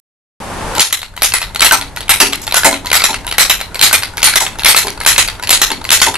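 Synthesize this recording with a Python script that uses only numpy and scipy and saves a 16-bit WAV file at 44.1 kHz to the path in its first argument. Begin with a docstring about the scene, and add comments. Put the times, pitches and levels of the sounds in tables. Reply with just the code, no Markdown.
"""Room hum starts at 0.4 s: hiss plus rumble, shaped noise on level curves, dipping at 0.85 s.
From 0.73 s a wooden repeating rubber band pistol fires 13 fast shots close by: trigger, catch, release,
slide rattle and return. Each knock is a noisy contact force ringing decaying modes of wood, hollow and edge.
The room answers each knock after 10 ms with decaying noise. Low hollow thuds (panel modes) join in, the
first just before the first shot. The loudest knocks overload the input and clip."""
import sys
import numpy as np
from scipy import signal
from scipy.fft import rfft, irfft
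from scipy.io import wavfile
from scipy.ndimage import uniform_filter1d

SR = 44100
rng = np.random.default_rng(int(sys.argv[2]) if len(sys.argv) > 2 else 0)


def to_wav(s):
    """Save 16-bit WAV."""
    ch = np.atleast_2d(s).T  # columns
    pcm = np.round(np.clip(ch, -1, 1) * 32767)  # PCM
    wavfile.write(sys.argv[1], SR, pcm.astype(np.int16))


N = 272097
ROOM_DRAWS = 5  # random room answers that the knocks take turns through

# room answer bands: f/Hz, t60/s, relative level/dB, left-right likeness/0-1
ROOM_BANDS = [(248, 0.65, -2, 0.83), (540, 0.43, -9, 0.75), (1000, 0.2, 3, 0.85), (2160, 0.22, 8, 0.54),
              (3700, 0.24, 6.5, 0.4), (7560, 0.23, 8.5, 0.16), (11800, 0.23, 6, 0.06)]


def undb(db):
    """Decibels to gain."""
    return 10 ** (np.asarray(db) / 20)


def unit(x):
    """Scale to rms 1."""
    return x / np.sqrt(np.mean(x ** 2))


def decay(t, t60):
    """Exponential decay by 60 dB in t60 seconds."""
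    return np.exp(-np.log(1000) * t / t60)


def shaped(x, gain):
    """Filter by a gain given as a function of frequency."""
    size = x.shape[-1]
    f_hz = np.fft.rfftfreq(size, 1 / SR) + 1  # +1 keeps log(f) finite
    return irfft(rfft(x) * gain(f_hz), size)


def likeness(f):
    """Two close microphones agree in the bass and differ in the treble."""
    hz, _, _, like = np.transpose(ROOM_BANDS)
    return np.interp(np.log(f), np.log(hz), like)


def pair(size, like):
    """Left and right noise from mid and side, weighted by a likeness over frequency."""
    mid, side = rng.standard_normal((2, size))
    mid = shaped(mid, lambda f: np.sqrt(1 + np.clip(like(f), 0, 1)))
    side = shaped(side, lambda f: np.sqrt(1 - np.clip(like(f), 0, 1)))
    return np.array([mid + side, mid - side]) / np.sqrt(2)


def lumpy(shape, step, lump_db):
    """Random gains stepping every step samples, edges smoothed: uneven lumps instead of an even hiss."""
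    held = rng.standard_normal((*shape[:-1], shape[-1] // step + 1))
    steps = np.repeat(held, step, axis=-1)
    smooth = uniform_filter1d(steps, step // 2)[..., :shape[-1]]
    return undb(lump_db * smooth)


def ring(modes, chance, t, favoured_hz=0, lean_db=0.0, scatter_db=3.5, detune=.05):
    """Decaying sine modes, reweighted and shifted at random per blow; a blow may favour one pitch region."""
    hz, db, t60 = np.transpose(modes)[:, :, None]
    pick, shift = chance[:len(modes), None], chance[-len(modes):, None]
    pitch_hz = hz * (1 + detune * shift)
    octaves_off = np.abs(np.log2(hz / (favoured_hz or hz)))
    db = db + scatter_db * pick - lean_db * octaves_off
    return (undb(db) * decay(t, t60) * np.sin(2 * np.pi * pitch_hz * t)).sum(axis=0)


def hum():
    """Hiss and low rumble of the room: stereo noise, each with its own colour and level curve."""
    # level curves: t/s, hiss level/dB, rumble level/dB
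    levels = [(.4, -26.5, -33), (.6, -22, -27.5), (.8, -20.5, -31.5), (.85, -55, -46), (1.05, -45, -38),
              (1.5, -36.5, -31.5), (2.6, -35.5, -32), (6.17, -34, -32)]
    # hiss colour: f/Hz, relative level/dB
    hiss_colour = [(88, -35), (150, 5), (743, 3), (897, 7.5), (986, 4), (2130, -5), (2830, -8.5),
                   (5070, -13.5), (11600, -14), (13500, -41)]
    # rumble colour: f/Hz, relative level/dB
    rumble_colour = [(12, -9), (22, -3.5), (42, 1.5), (65, -10), (95, -1.5), (125, -12.5), (200, -14.5),
                     (400, -51)]
    start_s = .402
    t = np.arange(N) / SR
    s, *levels_db = np.transpose(levels)
    out = 0
    for colour, level_db in zip((hiss_colour, rumble_colour), levels_db):
        hz, db = np.transpose(colour)
        air = unit(shaped(pair(N, likeness), lambda f: undb(np.interp(np.log(f), np.log(hz), db))))
        out = out + air * undb(np.interp(t, s, level_db))
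    return out * (t > start_s)


def room(x):
    """After a short gap a lumpy noise tail rises quickly and decays at its own rate per band."""
    gap_s, rise_s, total_db = 0.01, 0.0033, 7
    t = np.arange(int(.5 * SR)) / SR
    noise, answer = pair(len(t), likeness), 0
    centres = np.log(np.transpose(ROOM_BANDS)[0])
    for k, (_, t60, db, _) in enumerate(ROOM_BANDS):
        only_this = np.arange(len(ROOM_BANDS)) == k
        band = shaped(noise, lambda f: np.interp(np.log(f), centres, only_this))
        answer = answer + undb(db) * band * decay(t, t60)
    answer *= lumpy(t.shape, step=170, lump_db=2.8)
    answer *= np.clip((t - gap_s) / rise_s, 0, 1)
    answer *= undb(total_db) / np.sqrt(np.sum(answer ** 2) / 2)
    return signal.fftconvolve(answer, x[None], axes=1)[:, :N]


def thuds(lean_db=13.0):
    """Hollow panel modes bloom softly and hum on; each thud favours some of them."""
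    # low hollow thuds, the first just before the first shot:
    # t/s, boom level/dB, favoured boom f/Hz, knock level/dB, favoured knock f/Hz, bloom/ms
    thud_rows = [(.77, -38, 375, -10.5, 890, 6.2), (1.72, -20.5, 285, -4.5, 1000, 2.9),
                 (2.207, -9.5, 363, -5, 770, 4.8), (2.649, -9, 285, 3.5, 680, 3.9),
                 (3.087, -18.5, 302, -12, 900, 16), (4.406, -27, 375, -9.5, 960, 11),
                 (4.844, -20.5, 420, -16.5, 890, 7.6), (5.701, -17.5, 287, -14.5, 850, 5),
                 (6.066, -18, 393, -4.5, 960, 5.3)]
    # panel boom modes: f/Hz, relative level/dB, t60/s
    boom_modes = [(202.4, 0, 0.17), (242, -3.5, 0.21), (285, -1, 0.21), (326, -7, 0.063), (375, -1.5, 0.23),
                  (412.8, -1, 0.27), (474, -11, 0.29)]
    # panel knock modes: f/Hz, relative level/dB, t60/s
    knock_modes = [(566.6, -5.5, 0.19), (639, -7, 0.21), (687, -3, 0.076), (770, -4, 0.18),
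                   (850, -1.5, 0.093), (897.6, 9, 0.063), (1008, 7, 0.053)]
    t = np.arange(16384) / SR
    out = np.zeros(N + len(t))
    chance = rng.standard_normal((len(thud_rows), 2, 14))
    for (s, boom_db, boom_hz, knock_db, knock_hz, bloom_ms), c in zip(thud_rows, chance):
        bloom = 1 - np.exp(-t * 1000 / bloom_ms)
        at = int(s * SR)
        for modes, db, hz, r in ((boom_modes, boom_db, boom_hz, c[0]), (knock_modes, knock_db, knock_hz, c[1])):
            thud = bloom * ring(modes, r, t, hz, lean_db, scatter_db=1.5, detune=.015)
            out[at:at + len(t)] += undb(db) * thud / np.abs(thud).max()
    return out[:N]


def blows():
    """Every knock in time order: t/s, level/dB, favoured f/Hz, hollow/dB, treble/dB, room share/dB, rattle/ms."""
    # finger takes up the slack: t/s, level/dB
    take_ups = [(.7328, -20), (1.1377, -31.5), (1.5063, -30), (2.846, -16.5), (3.2456, -20), (3.7182, -31),
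                (4.1345, -24), (4.555, -21.5), (4.975, -19), (5.3956, -17), (5.813, -20)]
    # trigger moves, double click: t/s, first level/dB, gap/ms, second level/dB
    pulls = [(.7506, -11, 8.8, -14), (1.1647, -21, 10.3, -14.5), (1.5465, -13, 11.6, -7),
             (1.962, -16.5, 8.7, -11.5), (2.467, -14, 9.5, -8), (2.858, -13.5, 9.8, -9.5),
             (3.2658, -12, 10.6, -12), (3.7448, -13, 9.5, -8.5), (4.1701, -12.5, 8.9, -8.5),
             (4.5855, -13.5, 8.5, -10), (5.002, -14, 8.9, -10.5), (5.425, -14, 9.9, -9.5),
             (5.8413, -16.5, 9.3, -11.5)]
    # catch slips: t/s, level/dB, favoured f/Hz
    catches = [(.7802, -4, 1370), (1.2134, -22, 3090), (1.5947, -6, 3820), (2.0058, -13, 3580),
               (2.013, -19, 2290), (2.0804, -16, 3210), (2.5103, -12, 3290), (2.523, -3.5, 2600),
               (2.9015, -10.5, 3590), (2.9147, -1.5, 2820), (3.3122, -8.5, 3290), (3.3243, -7.5, 2050),
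               (3.7925, -7.5, 3700), (3.8007, -15, 1810), (4.204, -17, 1530), (4.218, -12, 3430),
               (4.6194, -14, 1890), (4.6338, -8, 4000), (5.0348, -16, 1670), (5.0489, -9, 3830),
               (5.472, -9, 3640), (5.4792, -15, 2050), (5.8904, -6.5, 4320)]
    # band lets go, slide kicked back: t/s, level/dB, favoured f/Hz, rattle/ms
    releases = [(.7948, 3, 4000, 2), (1.2199, 0, 3050, 2.6), (1.606, 6.5, 3020, 1.4),
                (2.0926, 5.5, 2000, 4.9), (2.5421, 3, 1760, 2.9), (2.9289, 4, 2100, 3),
                (3.3815, 7.5, 2540, 4.5), (3.8125, 13.5, 2600, 1.3), (4.229, 8, 3530, 2.6),
                (4.6462, 10, 2710, 1.5), (5.0619, 8, 2850, 4.6), (5.4925, 4, 2950, 1.3),
                (5.9042, 8, 3500, 1.4)]
    # slide and other loose parts rattle after the blows: t/s, level/dB, favoured f/Hz, treble/dB, room
    # share/dB, rattle/ms
    loose_rattles = [(0.8032, 6.5, 3700, 10, -10, 3.2), (1.2291, -0.5, 2800, 16, -32, 9.4),
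                     (1.2446, -3, 3410, 12, -5, 9.4), (1.618, 4, 2400, -5, -26, 9.9),
                     (1.6446, 2, 2940, 2.5, -7, 22), (2.1036, 1.5, 2930, 12, -17, 4.6),
                     (2.117, -1.5, 2600, 1, -6, 5.6), (2.3564, -12.5, 2860, 20, -17, .8),
                     (2.4154, -21, 2630, 17, -2.5, 13), (2.5659, 3, 1960, 3.5, -9, 10),
                     (2.9428, -10, 3900, 14, -14, 1.8), (2.9506, -2.5, 2200, 3, -5, 14),
                     (3.407, 2, 2260, 7, -7, 8.1), (3.8228, -6, 2490, 2, -13, 5.5),
                     (3.836, 0, 3090, 26, -9, 8.5), (3.8486, -10, 2360, -4, 4, 5.8),
                     (4.0546, -17, 2600, -3, -13, 2.3), (4.2419, 5.5, 3240, 35, -5.5, 6.4),
                     (4.2699, -0.5, 2080, -3, -5, 7.8), (4.4041, -7.5, 1810, 9, -5, 17),
                     (4.6562, 2, 2320, -22, -20, 7.8), (4.6824, 7, 3800, 5.5, -9.5, 20),
                     (4.7731, -4, 2310, 11, -2, 4.6), (4.9035, -13, 2470, 13, -14, 0.96),
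                     (5.0723, 0, 2080, 9, -2, 17), (5.504, 6.5, 2980, 9.5, -25, 7.3),
                     (5.527, 4.5, 4460, 5, -9.5, 15), (5.9149, -1.5, 2460, 2, -17, 6.6),
                     (5.9258, 3.5, 3170, 8, -6, 8.5), (6.0649, -3, 1930, -4, -17, 5.3)]
    # dry tick just before the slide comes home: t/s, level/dB, favoured f/Hz, rattle/ms
    stops = [(.9073, -18, 2160, 1.7), (1.3203, -8.5, 2000, 1.5), (1.7105, 9.5, 1940, 0.79),
             (2.6333, -3, 1820, 1.1), (3.004, -7, 1970, 2.8), (3.019, -3.5, 1660, 2.9),
             (3.4498, -8, 2320, 7.4), (3.9108, -7, 1610, 1.2), (4.3367, -6, 1700, 1.4),
             (4.7452, 2, 1650, 1.3), (5.1619, -4.5, 1770, 0.79), (6.0018, -5.5, 2200, 1)]
    # slide slams home: t/s, level/dB, favoured f/Hz, rattle/ms
    returns = [(.9256, -3, 2700, 4.7), (1.3366, 2, 2470, 7.1), (1.7203, 4.5, 1780, 12),
               (2.2011, 4.5, 2410, 15), (2.6449, 3.5, 2080, 26), (3.0382, 4.5, 2400, 5.5),
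               (3.496, 3, 3000, 9.2), (3.9275, 5.5, 2800, 16), (4.3565, 5, 2260, 8.4),
               (4.7621, 3, 2580, 16), (5.1792, 6, 2520, 8.6), (5.6154, 6, 2290, 6.3),
               (6.0155, 7.5, 1940, 7.2)]
    # trigger springs forward, double click: t/s, first level/dB, gap/ms, second level/dB
    resets = [(1.016, -16.5, 13.5, -14.5), (1.4156, -10, 10.3, -11), (1.8112, -11.5, 9.4, -17),
              (2.3246, -13, 6.1, -5), (2.727, -7, 13.4, -10.5), (3.1284, -12.5, 13, -9.5),
              (3.6013, -14.5, 10, -9), (4.0223, -12.5, 9.1, -7), (4.4538, -22, 10.1, -9),
              (4.869, -9.5, 12, -10), (5.2752, -10.5, 8.8, -7), (5.7019, -9.5, 13.2, -6.5),
              (6.141, -12, 12.4, -7)]

    # colours of fixed-pitch kinds: favoured f/Hz, hollow/dB, treble/dB, room share/dB, rattle/ms
    take_up_colour = (1500, -3, -14, -22, 2.5)
    # same columns, rows: first click, second click
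    pull_colours = (2700, 0, 0.5, -4, 3.1), (2100, -12, -9.5, -16.5, 1.5)
    reset_colours = (2400, -12, -5, -10, 4.5), (2400, -28, -6.5, -11, 4)
    # colours of kinds with a pitch per blow: hollow/dB, treble/dB, room share/dB
    release_colour = (-23, 2.2, -6)
    return_colour = (-49, 2.8, -8)
    stop_colour = (-35, -39, -16.5)
    catch_colour, catch_rattle_ms = (-15, -7, -10.5), 1.53
    loose_rattle_hollow_db = -14

    rows = [(*row, *take_up_colour) for row in take_ups]
    for table, (first, second) in ((pulls, pull_colours), (resets, reset_colours)):
        for s, db, gap_ms, next_db in table:
            rows += [(s, db, *first), (s + gap_ms / 1000, next_db, *second)]
    rows += [(*row, *catch_colour, catch_rattle_ms) for row in catches]
    for table, colour in ((releases, release_colour), (stops, stop_colour), (returns, return_colour)):
        rows += [(s, db, hz, *colour, ms) for s, db, hz, ms in table]
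    rows += [(s, db, hz, loose_rattle_hollow_db, *rest) for s, db, hz, *rest in loose_rattles]
    return sorted(rows)


def rattles(decays_ms, rise_ms, lump_db):
    """Contact forces: a quick rise, then small uneven impacts that die away."""
    ms = np.arange(2048) / SR * 1000
    size = (len(decays_ms), len(ms))
    rough = rng.standard_normal(size) * lumpy(size, step=48, lump_db=lump_db)
    rise = 1 - np.exp(-(ms / rise_ms) ** 2)
    return rough * rise * np.exp(-ms / np.maximum(decays_ms, .3)[:, None])


def knocks(grit_db=-6.5, grit_follows=0.31, lean_db=14.5, radiate_hz=600):
    """Rough wood meets wood and rings the parts; returns the direct sound and the feed of each room answer."""
    # wood of slide and frame: f/Hz, relative level/dB, t60/s
    wood = [(1413, -14.5, 0.047), (1680, -17.5, 0.021), (2145, -12, 0.015), (2600, -10, 0.0093),
            (3240, -4, 0.0043), (3964, -0.5, 0.0059), (4290, 2, 0.009), (5000, 2, 0.0018)]
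    # hollow of frame and grip: f/Hz, relative level/dB, t60/s
    hollow = [(620, -25, 0.027), (770, -5.5, .03), (953, 54, 0.05), (960, 2, 0.015)]
    # bright edge of the crack: f/Hz, relative level/dB, t60/s
    edge = [(5530, 6.5, 0.0023), (6700, 11.5, 0.0021), (8070, 2.5, 0.0081), (8850, -41, 0.00068),
            (10160, 12.5, 0.002), (11330, 16.5, 0.0022)]
    t = np.arange(4096) / SR
    direct, sent = np.zeros(N + len(t)), np.zeros((ROOM_DRAWS, N + len(t)))
    rows = blows()
    chance = rng.standard_normal((len(rows), 3, 16))
    pushes = rattles(np.transpose(rows)[-1], rise_ms=1.1, lump_db=3.0)
    for k, (s, db, hz, hollow_db, treble_db, room_db, _) in enumerate(rows):
        wood_ring = ring(wood, chance[k, 0], t, hz, lean_db)
        hollow_ring = ring(hollow, chance[k, 1], t)
        edge_ring = ring(edge, chance[k, 2], t)
        body = unit(wood_ring) + undb(hollow_db) * unit(hollow_ring) + undb(treble_db) * unit(edge_ring)
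        # grit: the unresonant part of the contact, weaker in dull knocks
        body[0] += undb(grit_db + grit_follows * min(treble_db, 0)) * np.sqrt(len(t))
        blow = signal.fftconvolve(body, pushes[k])[:len(t)]
        loudest_power = uniform_filter1d(blow ** 2, size=88).max()  # 2 ms window
        blow *= undb(db) / np.sqrt(2 * loudest_power)
        at = int(s * SR)
        direct[at:at + len(t)] += blow
        # the walls get the knock's own ring, without its rough rattle
        sent[k % ROOM_DRAWS, at:at + len(t)] += undb(room_db) * unit(body) * blow.std()
    # a small object radiates little bass
    small = signal.butter(2, radiate_hz, "high", fs=SR, output="sos")
    return signal.sosfilt(small, direct[:N]), signal.sosfilt(small, sent[:, :N])


def spread(direct):
    """Spaced capsules hear the treble of the close sound with opposite phase turns."""
    share, half_hz = 1.2, 3000  # side share limit, half reached at half_hz
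    side = shaped(direct, lambda f: share * f / (f + half_hz))
    turned = np.imag(signal.hilbert(side))
    return direct + turned * np.array([[1], [-1]])


def scene():
    """Close knocks, their room answer, thuds and hum, a little louder on the left."""
    thud_room_db, balance_db = -8.5, 0.5  # balance: up on the left, down on the right
    direct, sent = knocks()
    close = spread(direct)
    panel = thuds()
    sent[0] += undb(thud_room_db) * panel
    # knocks take turns through the random room answers, so no echo pattern repeats each time
    walls = sum(room(x) for x in sent)
    return (close + panel + walls + hum()) * undb([[balance_db], [-balance_db]])


def record(dry):
    """The capsules fade steeply near 13 kHz, the input clips hard and the top is cut."""
    heard = shaped(dry, lambda f: 1 / np.sqrt(1 + (f / 12700) ** 30))
    clipped = np.clip(heard, -.97, .97)
    softened = shaped(clipped, lambda f: 1 / np.sqrt(1 + (f / 13200) ** 8))
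    top_cut = signal.ellip(4, .2, 12, 14050, fs=SR, output="sos")  # ripple/dB, stopband/dB, edge/Hz
    return signal.sosfilt(top_cut, softened)


dry = scene()
out = record(dry)
to_wav(out)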